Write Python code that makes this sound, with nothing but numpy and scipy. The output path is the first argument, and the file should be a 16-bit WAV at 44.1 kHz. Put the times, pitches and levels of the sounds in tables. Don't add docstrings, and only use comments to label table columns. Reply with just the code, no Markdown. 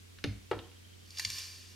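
import sys
import numpy as np
from scipy import signal
from scipy.fft import rfft, irfft, next_fast_len
from scipy.io import wavfile

SR = 44100
rng = np.random.default_rng(int(sys.argv[2]) if len(sys.argv) > 2 else 0)


def inscribe(sig):
    pcm = np.round(np.clip(np.atleast_2d(sig).T, -1, 1) * 32767)
    wavfile.write(sys.argv[1], SR, pcm.astype(np.int16))


N = 77175
FREQ = np.maximum(np.fft.rfftfreq(2 ** 14, 1 / SR), 1)

# frequency_hz, relative_db
FLOOR_SPECTRUM = [(25, -4), (50, 1), (130, -2), (200, -1), (380, -3), (650, -14), (1200, -15), (2700, -11),
                  (5000, -14), (8000, -18), (12000, -22), (15500, -28.5)]
# frequency_hz, side_over_mid_db
FLOOR_WIDTH = [(80, -0.5), (400, 5.5), (1500, 2), (8000, -1.5)]
FLOOR_DB, HUM_HZ, HUM_DB, HUM_PAN_DB = -57.5, 90.1, -57.5, -3.5

# start_s, energy_db, ring_hz, ring_lift_db, contact_corner_hz
CLICKS = [(.187, -30, 2580, -1, 4370), (0.2409, -10, 2380, 7.5, 15000), (0.2423, -19, 4170, 13, 9100),
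          (0.247, -21.5, 2500, 1, 7000), (0.5906, -22.5, 3160, 14, 4200), (0.716, -38, 2800, 18, 3500)]
# frequency_hz, relative_db
CLICK_SPECTRUM = [(200, 6.5), (550, -7.5), (880, -7.5), (1500, 4), (2600, 2), (4000, 3.5), (6200, -1.5),
                  (8000, -21.5), (11000, -8), (15000, -56)]

# start_s, energy_db, contact_corner_hz, pitch_ratio
KNOCKS = [(0.2447, -6, 358, 0.59), (0.5135, -9.5, 4530, 0.8), (0.5156, -4.5, 2100, 0.98),
          (.531, -16, 2220, 1.0), (0.569, -19.5, 418, .72)]
# frequency_hz, relative_db
KNOCK_SPECTRUM = [(60, -16), (200, -6.5), (400, -1), (600, -4.5), (900, -5), (1350, -6.5), (1800, -10.5),
                  (3300, -14), (5000, -16.5), (7000, -27.5), (12000, -23.5)]
# frequency_hz, bandwidth_hz, lift_db
DESK_MODES = [(333.8, 20, 8.5), (380, 50, 6), (476.3, 34, 9.5), (745, 20, 8), (860, 25, 0.5),
              (997, 40, 0.5), (1335, 39, 6)]

# start_s, gain_db
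THUDS = [(0.271, -24), (.53, -32.5), (1.256, -38.5)]
# frequency_hz, relative_db, t60_s
THUD_MODES = [(57, -11, 0.37), (103.7, 0, 0.22), (125, 0.5, 0.082), (200.9, -17, 0.27)]

# centre_s, level_db
PIPS = [(.645, -62.5), (0.693, -65.5), (.772, -65.5), (.85, -65.5), (.89, -67), (0.936, -63), (1.01, -68),
        (1.052, -63)]

# time_s, level_db
BOIL_ENVELOPE = [(1.0, -77), (1.09, -64), (1.165, -56), (1.19, -45.5), (1.235, -48), (1.29, -46.5),
                 (1.389, -44), (1.472, -51), (1.6, -56.5), (1.75, -62)]
# start_s, energy_db, tilt_db_per_octave, body_hz, body_lift_db
SPITS = [(1.1061, -28, 0, 5000, 7), (1.173, -18.5, -4, 4000, 13), (1.1841, -18.5, 11.5, 5000, 28),
         (1.1857, -35, 6, 5000, -10), (1.1875, -24.5, -3.5, 5000, -3), (1.1963, -8.5, 1, 1450, 17),
         (1.1993, -19, -3, 1720, 2), (1.2497, -6, -3.5, 4200, 9.5), (1.3021, -14.5, 2, 1470, 8.5),
         (1.384, -18, -1, 1490, -0.5)]
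# frequency_hz, relative_db
BURST_SPECTRUM = [(150, -32), (450, -24.5), (800, -26), (1400, -17.5), (2400, -9), (3600, -7.5), (5200, 0),
                  (7300, -8.5), (11700, -15.5), (12600, -12), (13100, -6.5), (13700, -28), (15500, -32)]
# frequency_hz, bandwidth_hz, lift_db
DECK_MODES = [(1036, 150, 11), (1750, 200, 9.5), (2344, 89, 10), (2800, 290, 8.5), (3502, 81, 12.5),
              (4187, 94, 7), (4454, 39, 10), (4686, 116, 9), (4803, 41, 8), (5060, 50, -7),
              (5530, 160, 4.5), (6450, 200, 0), (8700, 350, 2)]
# frequency_hz, left_minus_right_db
COIL_BALANCE = [(1500, -0.5), (2800, 0), (4500, -2.5), (5800, 0), (6700, 13), (7700, -1), (8600, -5),
                (10000, -13.5), (11500, 5.5), (13000, -1.5)]

# frequency_hz, side_over_mid_db
ROOM_WIDTH = [(60, 3.5), (200, 0.5), (700, -15.5), (2000, -8), (4500, -5.5), (8000, -20), (14000, 16)]
ROOM_T60_S, TREBLE_T60_S, ROOM_DELAY_S = 0.43, 0.39, 0.0042


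def amp(db):
    return 10 ** (np.asarray(db) / 20)


def decay(t, t60):
    return np.exp(-np.log(1000) * t / t60)


def curve(points):
    hz, db = np.array(points, float).T
    return np.interp(np.log(FREQ), np.log(hz), db)


def resonances(modes, ratio=1):
    return sum(db / (1 + (2 * (FREQ / ratio - hz) / width) ** 2) for hz, width, db in modes)


def hump(hz, octaves):
    return np.exp(-(np.log2(FREQ / hz) / octaves) ** 2 / 2)


def soft_contact(corner_hz):
    return -10 * np.log10(1 + (FREQ / corner_hz) ** 4)


def unit_energy(db):
    return db - 10 * np.log10(np.mean(amp(db) ** 2))


def impulse(start_s, db):
    return amp(db) * (np.arange(N) == int(start_s * SR))


def convolve(x, response):
    size = next_fast_len(x.shape[-1] + response.shape[-1], True)
    return irfft(rfft(x, size) * rfft(response, size))[..., :x.shape[-1]]


def colour(x, db):
    cepstrum = irfft(db * np.log(10) / 20)
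    half = len(cepstrum) // 2
    cepstrum[1:half] *= 2
    cepstrum[half + 1:] = 0
    return convolve(x, irfft(np.exp(rfft(cepstrum))))


def stereo_noise(width, size=N):
    mid, side = rng.standard_normal((2, size))
    side_db = curve(width)
    pair = mid + np.array([[1], [-1]]) * colour(side, side_db)
    return colour(pair, -10 * np.log10(1 + amp(side_db) ** 2))


def room(x, near_db, tail_db, near_t60_s):
    t = np.arange(SR // 2) / SR
    noise = stereo_noise(ROOM_WIDTH, size=len(t))
    near = noise[:, ::-1] * decay(t, near_t60_s) * (t > .0005)
    low = colour(noise, -10 * np.log10(1 + (FREQ / 1500) ** 2))
    tail = (low * decay(t, ROOM_T60_S) + (noise - low) * decay(t, TREBLE_T60_S)) * (t > ROOM_DELAY_S)
    reflections = sum(amp(db) * part / np.sqrt(np.sum(part ** 2) / 2)
                      for part, db in [(near, near_db), (tail, tail_db)])
    return x + convolve(x, reflections)


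def background():
    hum = np.sqrt(2) * np.sin(2 * np.pi * HUM_HZ * np.arange(N) / SR)
    hum_gains = amp(HUM_DB + np.array([[HUM_PAN_DB], [-HUM_PAN_DB]]) / 2)
    hiss = colour(stereo_noise(FLOOR_WIDTH), unit_energy(curve(FLOOR_SPECTRUM)))
    return hum_gains * hum + amp(FLOOR_DB) * hiss


def case_clicks():
    clicks = 0
    for start, db, ring_hz, ring_db, corner_hz in CLICKS:
        body = curve(CLICK_SPECTRUM) + ring_db * hump(ring_hz, octaves=0.33)
        clicks += colour(impulse(start, db), unit_energy(body + soft_contact(corner_hz)))
    return room(clicks, near_db=-2, tail_db=-5.5, near_t60_s=0.043)


def desk_knocks():
    knocks = 0
    for start, db, corner_hz, ratio in KNOCKS:
        body = curve([(hz * ratio, level) for hz, level in KNOCK_SPECTRUM])
        body += resonances(DESK_MODES, ratio)
        knocks += colour(impulse(start, db), unit_energy(body + soft_contact(corner_hz)))
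    return room(knocks, near_db=0.5, tail_db=-5.5, near_t60_s=0.082)


def thuds(rise_s=0.015):
    booms = 0
    for start, gain_db in THUDS:
        age = np.maximum(np.arange(N) / SR - start, 0)
        ring = sum(amp(db) * np.sin(2 * np.pi * hz * age) * decay(age, t60)
                   for hz, db, t60 in THUD_MODES)
        booms += amp(gain_db) * ring * (1 - np.exp(-age / rise_s))
    return booms


def pips(pitch_hz=3160, band_hz=300, sigma_s=0.0098):
    t = np.arange(N) / SR
    band_db = -20 * np.log10(1 + (2 * (FREQ - pitch_hz) / band_hz) ** 2)
    band = colour(rng.standard_normal(N), band_db)
    envelope = sum(amp(db) * np.exp(-((t - centre) / sigma_s) ** 2 / 2) for centre, db in PIPS)
    return band / band.std() * envelope


def fizz(bursts_per_s=5000, spread_db=3, steam_db=-4):
    bursts = (rng.random(N) < bursts_per_s / SR) * rng.choice([-1, 1], N)
    bursts = bursts * amp(spread_db * np.minimum(rng.exponential(size=N), 4))
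    sizzle = bursts / bursts.std() + amp(steam_db) * rng.standard_normal(N)
    boil_db = np.interp(np.arange(N) / SR, *np.array(BOIL_ENVELOPE).T, left=-120)
    return sizzle / sizzle.std() * amp(boil_db)


def spits(ring_share=0.91, spray_decay_s=0.0018):
    t = np.arange(SR // 100) / SR
    deck = curve(BURST_SPECTRUM) + ring_share * resonances(DECK_MODES)
    drops = 0
    for start, db, tilt, body_hz, body_db in SPITS:
        spray = rng.standard_normal(len(t)) * np.exp(-t / spray_decay_s) * (t > .0002)
        push = (t == 0) + spray / np.linalg.norm(spray)
        spectrum = deck + tilt * np.log2(FREQ) + body_db * hump(body_hz, octaves=0.67)
        crack = colour(impulse(start, db), unit_energy(spectrum))
        drops += convolve(crack, push / np.linalg.norm(push))
    return drops


def coil(spot_count=3):
    deck = unit_energy(curve(BURST_SPECTRUM) + resonances(DECK_MODES))
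    spots = [colour(fizz(), deck) / np.sqrt(spot_count) for _ in range(spot_count)]
    left, right = sum(room(source, near_db=-1.5, tail_db=-9.5, near_t60_s=0.026)
                      for source in spots + [spits()])
    balance_db = curve(COIL_BALANCE) / 2
    return np.array([colour(left, balance_db), colour(right, -balance_db)])


def scene():
    return coil() + case_clicks() + desk_knocks() + thuds() + pips() + background()


def record(dry):
    dry = signal.sosfilt(signal.butter(2, 32, "high", fs=SR, output="sos"), dry)
    return signal.sosfilt(signal.ellip(10, .2, 70, 15800, fs=SR, output="sos"), dry)


dry = scene()
out = record(dry)
inscribe(out)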